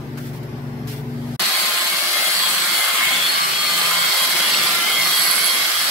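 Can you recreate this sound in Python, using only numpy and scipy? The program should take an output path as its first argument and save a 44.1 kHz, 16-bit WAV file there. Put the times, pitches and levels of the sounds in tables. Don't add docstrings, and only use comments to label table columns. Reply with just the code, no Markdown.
import sys
import numpy as np
from scipy import signal
from scipy.fft import rfft, irfft, next_fast_len
from scipy.io import wavfile
from scipy.ndimage import uniform_filter1d, map_coordinates

SR = 44100
rng = np.random.default_rng(int(sys.argv[2]) if len(sys.argv) > 2 else 0)


def magnitude_from_level(level_db):
    exponent = np.asarray(level_db, float) / 20
    return 10 ** exponent


def file_out(sig):
    cols = np.atleast_2d(sig).T
    lim = np.clip(cols, -1, 1)
    pcm = np.round(lim * 32767).astype(np.int16)
    wavfile.write(sys.argv[1], SR, pcm)


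N = 260190
T = np.arange(N) / SR
MAINS_HZ = 120

# [f/Hz, correlation]
SHOP_ALIKE = [(60, 0.35), (130, 0.98), (290, 0.85), (640, 0.49), (1410, -0.04), (3100, 0.021), (6820, 0.0),
              (15000, 0.024)]
# [f/Hz, correlation]
TOOL_ALIKE = [(60, 0.19), (130, 0.69), (290, 0.78), (640, 0.76), (1410, 0.29), (3100, 0.042),
              (6820, 0.0084), (15000, 0.01)]
# [t/s, length/s, extra hunting/dB]
HUNTS = [
    (1.45, .2, 4),
    (3.08, .3, 7),
    (4.52, .36, 3),
    (5.2, .2, 5),
]


def unit(x):
    return x / np.sqrt(np.mean(x ** 2) + 1e-20)


def along(points, hz):
    f, v = np.transpose(points)
    return np.interp(np.log(hz + 1), np.log(f + 1), v)


def curves(rows):
    s, *cols = np.transpose(rows)
    return [np.interp(T, s, c) for c in cols]


def wobble(rate):
    return map_coordinates(rng.standard_normal(N // 400), [T * rate])


def swells(rows, rest_db):
    bumps = sum(magnitude_from_level(db) * np.exp(-np.abs(2 * (T - s) / length) ** 3) for s, length, db in rows)
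    return 20 * np.log10(magnitude_from_level(rest_db) + bumps)


def filtered(x, response):
    m = next_fast_len(N + 8192)
    return irfft(rfft(x, m) * response(np.fft.rfftfreq(m, 1 / SR)), m)[..., :N]


def rush(spectrum, alike, patchy_db, gate=1.0):
    def mid_side_share(hz):
        turn = np.arccos(np.clip(along(alike, hz), -1, 1)) / 2
        return np.array([np.cos(turn), np.sin(turn)])

    mid, side = filtered(gate * rng.standard_normal((2, N)), mid_side_share)
    z = signal.stft(np.array([mid + side, mid - side]), nperseg=512)[2]
    field = uniform_filter1d(rng.standard_normal(z.shape), size=3, axis=1)
    field = uniform_filter1d(field, size=20, axis=2)
    field = field + field.mean(axis=0) * 0.5
    gain = magnitude_from_level(patchy_db * np.clip(unit(field), -2.5, 2.5))
    patched = signal.istft(z * gain, nperseg=512)[1][:, :N]
    return unit(filtered(patched, lambda hz: magnitude_from_level(along(spectrum, hz))))


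def tone(phase, db, side_db, sway_db, shiver=.6):
    mid = magnitude_from_level(db + 3) * np.sin(phase + rng.uniform(0, 6) + shiver * wobble(25))
    side = magnitude_from_level(side_db + 5.5 + sway_db * wobble(4.95)) * np.sin(phase + 1.95 * wobble(2.946))
    return np.array([mid + side, mid - side])


def buffer():
    # [t/s, f/Hz]
    shaft = [(1.39, 175), (2.4, 175.2), (2.52, 174.6), (2.6, 175.1), (2.95, 174.6), (3.06, 172.4),
             (3.43, 171.4), (3.62, 172.8), (3.72, 171.8), (3.9, 171.8), (4.1, 173.6), (4.4, 173.6),
             (4.55, 171), (4.65, 171.6), (5.0, 172.2), (5.1, 173), (5.45, 173.6), (5.9, 173)]
    free_hz = 175
    load = free_hz - curves(shaft)[0]
    hunting = magnitude_from_level(swells(HUNTS, 0)) * (.17 * wobble(18) + .42 * wobble(60))
    shaft_hz = free_hz - load + hunting + .2 * wobble(8)
    turn = 2 * np.pi * np.cumsum(shaft_hz) / SR
    noise = off_the_floor(off_the_door(motor_noise(turn, load)))
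    tool = whine(turn, load) + ticks() + slaps() + noise + door_drum() + rattle(turn)
    return filtered(tool, lambda hz: 1 / (1 + (88 / (hz + 1)) ** 16.0))


def whine(turn, load):
    # [t/s, length/s, level/dB]
    mesh_swells = [(2.2, 0.18, -32.5), (2.82, 0.27, -31), (3.05, 0.11, -31), (1.6, 0.4, -55),
                   (3.78, 0.21, -43), (4.11, 0.19, -36), (4.36, 0.24, -36.5), (4.93, 0.3, -31.5),
                   (5.3, 0.4, -43), (5.65, 0.27, -41)]
    # [t/s, length/s, level/dB]
    band_swells = [(1.6, 0.2, -39), (1.98, 0.27, -35.5), (2.7, 0.48, -40), (3.07, 0.22, -28.5),
                   (3.39, 0.29, -36), (3.65, 0.15, -35), (3.99, 0.36, -35), (4.35, 0.075, -34),
                   (4.6, 0.28, -37), (4.96, 0.24, -31), (5.36, 0.29, -32.5), (5.62, 0.12, -34)]
    # [t/s, length/s, level/dB]
    order_19_swells = [(1.62, 0.24, -38), (2.2, 0.18, -28.5), (2.46, 0.11, -27.5), (2.75, 0.24, -34.5),
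                       (2.93, 0.22, -33), (3.2, 0.23, -30.5), (3.61, .16, -29.5), (3.75, .1, -40),
                       (3.93, 0.24, -32), (4.2, 0.36, -29.5), (4.44, .12, -31), (4.6, 0.26, -32.5),
                       (4.97, 0.15, -26), (5.15, 0.11, -23), (5.35, 0.2, -39), (5.55, 0.23, -30.5),
                       (5.8, 0.27, -32.5)]
    # [t/s, length/s, level/dB]
    order_25_swells = [(1.56, 0.22, -41), (1.85, 0.081, -47), (2.4, 0.18, -37), (2.76, 0.084, -30),
                       (3.12, .1, -36.5), (3.31, 0.12, -27), (3.62, 0.48, -30), (4.15, 0.32, -33),
                       (5.12, 0.43, -32.5), (5.46, 0.2, -32), (5.83, 0.091, -34)]
    rotor_swells = {6: [(1.62, 0.24, -37.5), (1.82, 0.26, -41.5), (2.44, 0.094, -39), (3.08, 0.29, -40),
                    (3.92, 0.2, -37), (4.2, 0.54, -41), (5.07, 1, -44.5)], 7: [(1.8, 0.25, -45),
                    (2.45, .1, -43), (3.81, 0.37, -36), (4.6, 0.57, -42)], 8: [(2.88, 1, -46),
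                    (3.9, 0.18, -46), (3.95, .1, -44), (4.75, 0.42, -35.5)], 46: [(1.8, 0.15, -42),
                    (2.52, 0.35, -34.5), (1.5, 0.28, -49), (4.05, 0.1, -47), (4.58, 0.15, -36),
                    (5.22, 0.2, -41), (5.8, .15, -49)]}
    # [multiple of shaft speed, level/dB]
    orders_db = [(4, -49), (5, -46), (9, -49), (10, -45), (11, -45), (13, -50), (14, -49), (17, -43),
                 (18, -41), (20, -44), (21, -48), (22, -45), (23, -43), (24, -43), (26, -43), (27, -46),
                 (28, -49), (30, -50), (31, -50), (35, -55), (36, -54), (38, -57), (42, -56), (49, -51)]
    order_swells = {18: [(3.3, .15, -40), (3.9, .4, -37), (4.22, 0.11, -35), (4.44, 0.18, -39),
                    (4.9, 0.23, -33)], 20: [(3.19, 0.17, -30), (4.35, .1, -42), (4.6, 0.33, -33)],
                    22: [(1.5, .3, -46), (4.15, .1, -35), (5.8, 0.18, -46)], 17: [(1.42, 0.067, -39),
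                    (3.45, 0.13, -37), (4.5, 0.16, -34)], 23: [(1.7, 0.63, -50), (4, 0.79, -47),
                    (5.2, 0.25, -38)], 24: [(1.45, 0.11, -38), (1.8, 0.16, -43), (2.6, 0.25, -41),
                    (4.5, 0.12, -36), (5.3, .2, -44)], 49: [(5.27, 0.38, -36)], 5: [(4.8, 1, -54)],
                    26: [(2.36, 0.086, -32), (4.05, 0.13, -35), (4.62, 0.28, -33.5), (5.32, 0.45, -32)]}
    mains = 2 * np.pi * MAINS_HZ * T

    def flutter():
        return 1.5 * wobble(35) + 2.8 * wobble(70) + .2 * wobble(7) - 1

    strong = [(12 * turn, swells(mesh_swells, -39), -39),
              (12 * turn + mains, swells(band_swells, -45), -39),
              (19 * turn, swells(order_19_swells, -47.0), -41),
              (25 * turn, swells(order_25_swells, -39.5), -38)]
    out = sum(tone(phase, db + flutter(), side_db, sway_db=-4.0) for phase, db, side_db in strong)
    for k, rows in rotor_swells.items():
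        out = out + tone(k * turn, swells(rows, -46) + flutter(), -54.5, sway_db=10.5)

    unbalance_db = swells([(2.4, .6, -55), (3.4, .7, -52), (3.9, .35, -47), (4.3, .1, -51), (4.6, .2, -53),
                           (5.03, .3, -50)], -61 + load)
    out = out + tone(turn, unbalance_db + 1.2 * wobble(7), -68, sway_db=1, shiver=.2)
    out = out + tone(2 * turn, -51 - 2 * load + 1.5 * wobble(12), -58, sway_db=1, shiver=.3)
    for k, db in ((-1, -44), (2, -46), (3, -47)):
        out = out + tone(12 * turn + k * mains, db + 3.5 * wobble(4), db - 2, sway_db=4)

    for k, db in orders_db:
        rest_db = db + (k > 21) * (3 - 1.3 * load)
        level_db = swells(order_swells.get(k, []), rest_db) - 1.8 + wobble(4) + 3.5 * wobble(30)
        out = out + tone(np.round(k) * turn, level_db, db - 4, sway_db=3)
    return out


def motor_noise(turn, load):
    # [f/Hz, density/dB]
    pad = [(80, -60), (135, -11), (180, -3), (236, 1.5), (301, -1), (360, 2), (476, -13.5), (600, -52),
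           (780, -31), (1300, -90)]
    # [f/Hz, density/dB]
    housing = [(130, -33), (400, -11), (666, -4), (922, -2.5), (1020, 1), (1230, 2), (1640, 2),
               (2200, -5.5), (2860, -3.5), (4800, -90)]
    # [f/Hz, density/dB]
    gears = [(900, -76), (1500, -0.5), (2000, -6.5), (2500, -2.5), (3230, 1.5), (3650, -1.5), (4300, -17),
             (7000, -70)]
    # [f/Hz, density/dB]
    bearing = [(2000, -70), (3300, -14), (3800, -2.5), (4340, -4.5), (5000, -3), (5900, -9), (6500, -19.5),
               (9000, -62)]
    # [f/Hz, density/dB]
    fan = [(3500, -70), (5500, -20), (6200, -5), (7200, -3.5), (8400, -0.5), (9500, -5.5), (10500, -6.5),
           (13000, -2.5), (14500, -9.5), (16000, -3.5)]
    # [f/Hz, density/dB]
    vent = [(8500, -71), (9900, -7.5), (10500, 0.5), (10950, 2.5), (11500, 2.5), (12200, -7), (14000, -41)]
    # [f/Hz, density/dB]
    skin = [(350, -58), (480, -17), (600, 4), (800, 6), (950, 7.5), (1300, -60)]
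    # [t/s, length/s, level/dB]
    skin_swells = [(1.6, 0.53, -46), (2.05, 0.72, -44), (2.55, 0.14, -57), (4.45, 0.57, -41),
                   (5.0, 0.41, -43)]
    # [t/s, length/s, rub level/dB]
    grabs = [
        (1.42, 0.032, -46),
        (3.1, 0.19, -49),
        (4.56, 0.87, -47),
        (5.23, 0.15, -56),
    ]
    # [t/s, nearness/dB, gear case turned to us/dB, vents turned to us/dB]
    pose = [(1.4, -0.5, -1.5, 0), (1.7, -0.5, 0, -2), (2.0, -1.5, 0, -3), (2.2, -0.5, -1.5, 1),
            (2.55, 0.5, 0.5, -3), (2.78, 0, 0.5, 1.5), (3.05, 0.5, 1, -4), (3.3, -2, -0.5, -0.5),
            (3.55, -2, -2.5, -5), (3.8, 0.5, -0.5, -3), (4.08, 0.5, -1.5, -1), (4.45, 1, -1.5, -1),
            (4.7, -0.5, -2, -1.5), (5.0, -0.5, -1, 0), (5.22, 0.5, -1.5, 5), (5.46, -0.5, -2, 5),
            (5.65, -0.5, -2, -1), (5.9, 0, -2, 1.5)]
    # [f/Hz, left over right/dB]
    balance = [(60, -8), (110, 12.5), (200, 1), (380, 6), (700, 0.5), (1290, -1.5), (2380, 4.5),
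               (4400, -2.5), (8120, 0.5), (15000, -2)]
    # [t/s, left over right/dB]
    swing = [(1.42, 2), (1.63, 1), (1.67, 1.5), (2.79, 1), (3.0, 1), (3.83, 0), (4.99, -2), (5.5, -1.5),
             (5.57, -0.5), (5.9, -1.5)]

    near_db, case_db, vents_db = curves(pose)
    shaft_beat = np.cos(turn) + .6 * np.cos(2 * turn + 1.3)
    mains_beat = .35 * np.cos(2 * np.pi * MAINS_HZ * T)
    pad_beat = .55 * np.cos(.305 * turn)
    grab = 0.31 * wobble(11)

    def beat(depth_db):
        return magnitude_from_level(depth_db * (shaft_beat + mains_beat + pad_beat))

    def spikes(depth_db):
        fast = unit(uniform_filter1d(rng.standard_normal(N), size=60))
        return magnitude_from_level(depth_db * (wobble(90) + 0.5 * fast))

    def layer(db, spectrum, patchy_db, beat_db, spike_db):
        return magnitude_from_level(db) * rush(spectrum, TOOL_ALIKE, patchy_db, gate=beat(beat_db) * spikes(spike_db))

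    rub_db = swells(grabs, -42.7 + 0.3 * load) + 0.5 * wobble(10)
    out = magnitude_from_level(rub_db) * rush(pad, TOOL_ALIKE, patchy_db=.9)
    housing_db = -29.0 + 1.2 * near_db + 0.088 * load + 1.2 * grab
    out = out + layer(housing_db, housing, patchy_db=2.0, beat_db=0.46, spike_db=1.0)
    gears_db = -27.5 + 0.53 * near_db + 0.85 * case_db + 0.078 * swells(HUNTS, 0) + 0.67 * load + 0.43 * grab
    out = out + layer(gears_db, gears, patchy_db=0.0, beat_db=1.3, spike_db=1.3)
    bearing_db = -28.5 + 1.1 * near_db - 1.53 * case_db + 0.23 * grab
    out = out + layer(bearing_db, bearing, patchy_db=2.0, beat_db=1.3, spike_db=0.96)
    fan_db = -24.0 + 0.74 * near_db - 0.018 * vents_db + 1.3 * grab
    out = out + layer(fan_db, fan, patchy_db=0.2, beat_db=0.42, spike_db=0.86)
    vent_db = -29.5 + 0.9 * vents_db + 0.34 * grab
    out = out + layer(vent_db, vent, patchy_db=4.0, beat_db=0.85, spike_db=1.0)
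    out = out + magnitude_from_level(swells(skin_swells, -54.5) + grab) * rush(skin, TOOL_ALIKE, patchy_db=-1.5)
    out = filtered(out, lambda hz: magnitude_from_level(np.outer([.5, -.5], along(balance, hz))))
    return out * magnitude_from_level(np.outer([.5, -.5], curves(swing)[0] + .3))


def off_the_door(x):
    lag = SR * np.array([.0016 + 0.000391 * wobble(1.5), 0.0023 + 0.000402 * wobble(1.4)])
    at = np.arange(N)
    echo = [np.interp(at - late, at, ear) for late, ear in zip(lag, x)]
    return 1.133 * x + 0.22 * np.array(echo)


def off_the_floor(x):
    lag_s, share, top_hz = .00161, .45, 1300
    return filtered(x, lambda hz: 1 + share * np.exp(-2j * np.pi * hz * lag_s) / (1 + (hz / top_hz) ** 4))


def rattle(turn):
    # [t/s, length/s, level/dB]
    facing_left = [(3.35, .3, -33), (3.9, 0.51, -38), (4.54, 0.22, -25), (5.25, .1, -36)]
    # [t/s, length/s, level/dB]
    facing_right = [(1.52, 0.31, -27), (1.9, 0.31, -30), (2.39, 0.19, -27.5), (2.72, 0.32, -27.5),
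                    (3.3, .2, -35), (3.85, 0.14, -36), (4.1, .3, -30.5), (4.5, .3, -40), (5.2, .25, -27),
                    (5.5, .2, -30)]
    ring_hz, width_hz, scatter_db, jitter_s = 4400, 520, 4, .00015
    at = np.flatnonzero(np.diff(np.floor(turn / (2 * np.pi) + .5)))
    size, late = rng.standard_normal((len(at), 2)).T
    at = np.clip(at + np.round(late * jitter_s * SR).astype(int), 0, N - 1)
    knocks = np.bincount(at, magnitude_from_level(scatter_db * np.clip(size, -2, 1)), N)

    def case(f):
        return (1j * f * width_hz / (ring_hz ** 2 - f * f + 1j * f * width_hz)) ** 2

    return unit(filtered(knocks, case)) * magnitude_from_level([swells(facing_left, -58), swells(facing_right, -35.5)])


def slaps():
    # [f/Hz, t60/s]
    low_ring, high_ring = [(4600, 0.0085), (10950, 0.011)]
    # [t/s, peak level/dB, high ring over low ring/dB]
    hits = [(1.401, -11, 0), (1.585, -8, -12), (1.599, -8, -12), (1.89, -15, -12), (1.969, -7, -12),
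            (2.015, -12, -12), (2.333, -8, -12), (2.351, -10, -12), (2.367, -3, -10), (2.38, -9, -12),
            (2.431, -10, -12), (3.816, -13, -12), (4.671, -6, -12), (5.1615, -4, -8), (5.1788, -5, -4),
            (5.196, -9, 7), (5.22, -6, -3), (5.235, -11, 5), (5.2525, -10, 6), (5.288, -13, 3),
            (5.3118, -7, 4), (5.3555, -15, 3), (5.3635, -15, 3), (5.4445, -9, 7), (5.454, -12, 6),
            (5.4613, -9, 5), (5.478, -9, -1), (5.4972, -7, -5)]

    def ring(t, hz, t60):
        return magnitude_from_level(-60 * t / t60) * np.sin(2 * np.pi * hz * t) * (1 - np.exp(-t / 0.00032))

    out = np.zeros(N)
    for s, db, high_db in hits:
        t = np.maximum(T - s, 0)
        out = out + magnitude_from_level(db) * (ring(t, *low_ring) + magnitude_from_level(high_db) * ring(t, *high_ring))
    return out * magnitude_from_level([[-10], [0]])


def ticks():
    # [t/s, f/Hz, peak level/dB]
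    hits = [(1.476, 4400, -20), (1.8, 4270, -19), (2.266, 4400, -19), (3.904, 4300, -18),
            (4.604, 4380, -21), (5.88, 4400, -13), (2.368, 4560, -20), (2.641, 2300, -16),
            (3.007, 1680, -12), (3.914, 1320, -13), (4.546, 2730, -9.5), (5.173, 3280, -13),
            (5.443, 4480, -26)]
    out = np.zeros(N)
    for s, hz, db in hits:
        t = np.maximum(T - s, 0)
        out = out + magnitude_from_level(db + 4.5) * np.sin(2 * np.pi * hz * t) * (1 - np.exp(-t / 0.00049)) * magnitude_from_level(-60 * t / 0.012)
    return out * magnitude_from_level([[1.5], [-1.5]])


def door_drum():
    # [f/Hz, density/dB]
    panel = [(25, -30), (60, -28), (90, 3), (125, 9), (160, 1), (200, -53)]
    drum_db = swells([(1.42, .08, -52), (2.82, .1, -54)], -78 + 24 * (T > 2.97))
    return magnitude_from_level(drum_db + 1.8 * wobble(16)) * rush(panel, TOOL_ALIKE, patchy_db=.5)


def scuffs():
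    # [t/s, level/dB, drag/s, fade/s, knock over drag/dB]
    steps = [
        (.166, -59, .01, .01, -2),
        (0.172, -42, 0.019, 0.0092, 4.5),
        (.2, -44, .09, .03, -18),
        (.257, -55, 0.017, .012, -1),
        (.33, -45.5, .045, .015, -13),
        (.428, -44, .008, 0.014, -13),
        (.862, -48, .004, .003, -6),
        (0.871, -35, 0.065, 0.027, -15),
        (.96, -48, 0.043, .03, -8),
    ]
    # [f/Hz, density/dB]
    sole = [(880, -36), (1500, -3), (2740, -2.5), (3660, -3), (5540, -4.5), (5880, -8), (8400, -7.5),
            (16000, -5)]
    thud = [(900, -25), (1300, -6), (1480, 0), (1750, -9), (2600, -12), (4500, -24)]  # f/Hz, density/dB
    drag, knock = np.zeros(N), np.zeros(N)
    for s, db, hold, fade, knock_db in steps:
        t = np.maximum(T - s, 0)
        shape = (1 - np.exp(-t / 0.0019)) * np.exp(-np.maximum(t - hold, 0) / fade)
        drag = drag + magnitude_from_level(db) * shape
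        knock = knock + magnitude_from_level(db + knock_db) * shape
    grit = rush(sole, SHOP_ALIKE, patchy_db=3.0, gate=magnitude_from_level(2.7 * rng.standard_normal(N)))
    return drag * grit + knock * rush(thud, [(1000, .3)], patchy_db=1.5)


def shop():
    # [f/Hz, level/dB, unsteadiness/dB]
    hum_lines = [(71, -52, 2), (120, -35.6, .25), (142.2, -34.3, .4), (291, -49, 2), (409, -54, 3)]
    # [f/Hz, resting level/dB]
    overtones = [
        (240, -42.5),
        (360, -47),
        (429, -50),
    ]
    # [t/s, length/s, level/dB]
    buzzes = [
        (0.204, 0.19, -38),
        (0.733, 0.4, -35.5),
        (1.21, 0.33, -30),
    ]
    # [f/Hz, density/dB]
    air_spectrum = [(15, -60), (28, -22), (69, -17), (130, -5), (180, -8), (250, -6.5), (482, -16.5),
                    (816, -17.5), (1230, -22.5), (2090, -25.5), (6000, -52), (7800, -75), (13200, -120)]
    # [f/Hz, density/dB]
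    hiss_spectrum = [(1700, -35), (3000, -3.5), (5330, -5.5), (6300, -11), (9730, -15), (12400, -7.5),
                     (16000, -14)]

    hum = np.zeros(N)
    for hz, db, shake_db in hum_lines:
        level_db = db + 2.5 + 1.6 * T + shake_db * wobble(8)
        hum = hum + magnitude_from_level(level_db) * np.sin(2 * np.pi * hz * T + .06 * wobble(6))
    rises = (buzzes,
             [(.07, 0.15, -48), (.4, .36, -50)],
             [(.1, .25, -56), (.4, 0.12, -59), (.95, 0.5, -45)])
    for (hz, rest_db), rows in zip(overtones, rises):
        level_db = swells(rows, rest_db) + 1.5 + 0.31 * wobble(6.2)
        hum = hum + magnitude_from_level(level_db) * np.sin(2 * np.pi * hz * T + hz / 2000 * wobble(11.4))
    air = magnitude_from_level(-35) * rush(air_spectrum, SHOP_ALIKE, patchy_db=0.5)
    hiss = magnitude_from_level(-50.5) * rush(hiss_spectrum, SHOP_ALIKE, patchy_db=3.0)
    return (hum + air) * magnitude_from_level([[1.1], [-1.1]]) + hiss


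def scene():
    # [t/s, level/dB]
    lead_in = [
        (.98, -50),
        (1.1, -34.5),
        (1.36, -25.5),
    ]
    cut_out, cut_in = 1.3632, 1.3955
    first = np.where(T < cut_out, 1, magnitude_from_level(-28 - 500 * (T - cut_out)))
    second = np.where(T > cut_in, 1, magnitude_from_level(-40 - 12000 * (cut_in - T)))
    second = second + magnitude_from_level(curves(lead_in)[0]) * (T < cut_out)
    return (shop() + scuffs()) * first + buffer() * second


def starve(x, knee_db, depth):
    def smooth(p, bins, frames):
        return uniform_filter1d(uniform_filter1d(p, size=bins, axis=1), size=frames, axis=2)

    z = signal.stft(np.array([x[0] + x[1], x[0] - x[1]]) / 2, nperseg=1024)[2]
    near = np.abs(smooth(np.abs(z) ** 2, bins=3, frames=3)) + 1e-20
    dip_db = 10 * np.log10(near) - 10 * smooth(np.log10(near), bins=70, frames=6)
    gain = magnitude_from_level(np.clip(depth * (dip_db - knee_db), -14, 0))
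    mid, side = signal.istft(z * gain, nperseg=1024)[1][:, :N]
    return np.array([mid + side, mid - side])


def roll_off(x):
    return signal.sosfilt(signal.butter(12, 16090, fs=SR, output="sos"), x)


def record(dry):
    top_hz = 15760
    thinned = starve(dry, knee_db=-3, depth=2.4)
    mix = filtered(thinned, lambda hz: np.clip((top_hz - hz) / 60 + .5, 1e-3, 1))
    return roll_off(mix)


dry = scene()
out = record(dry)
file_out(out)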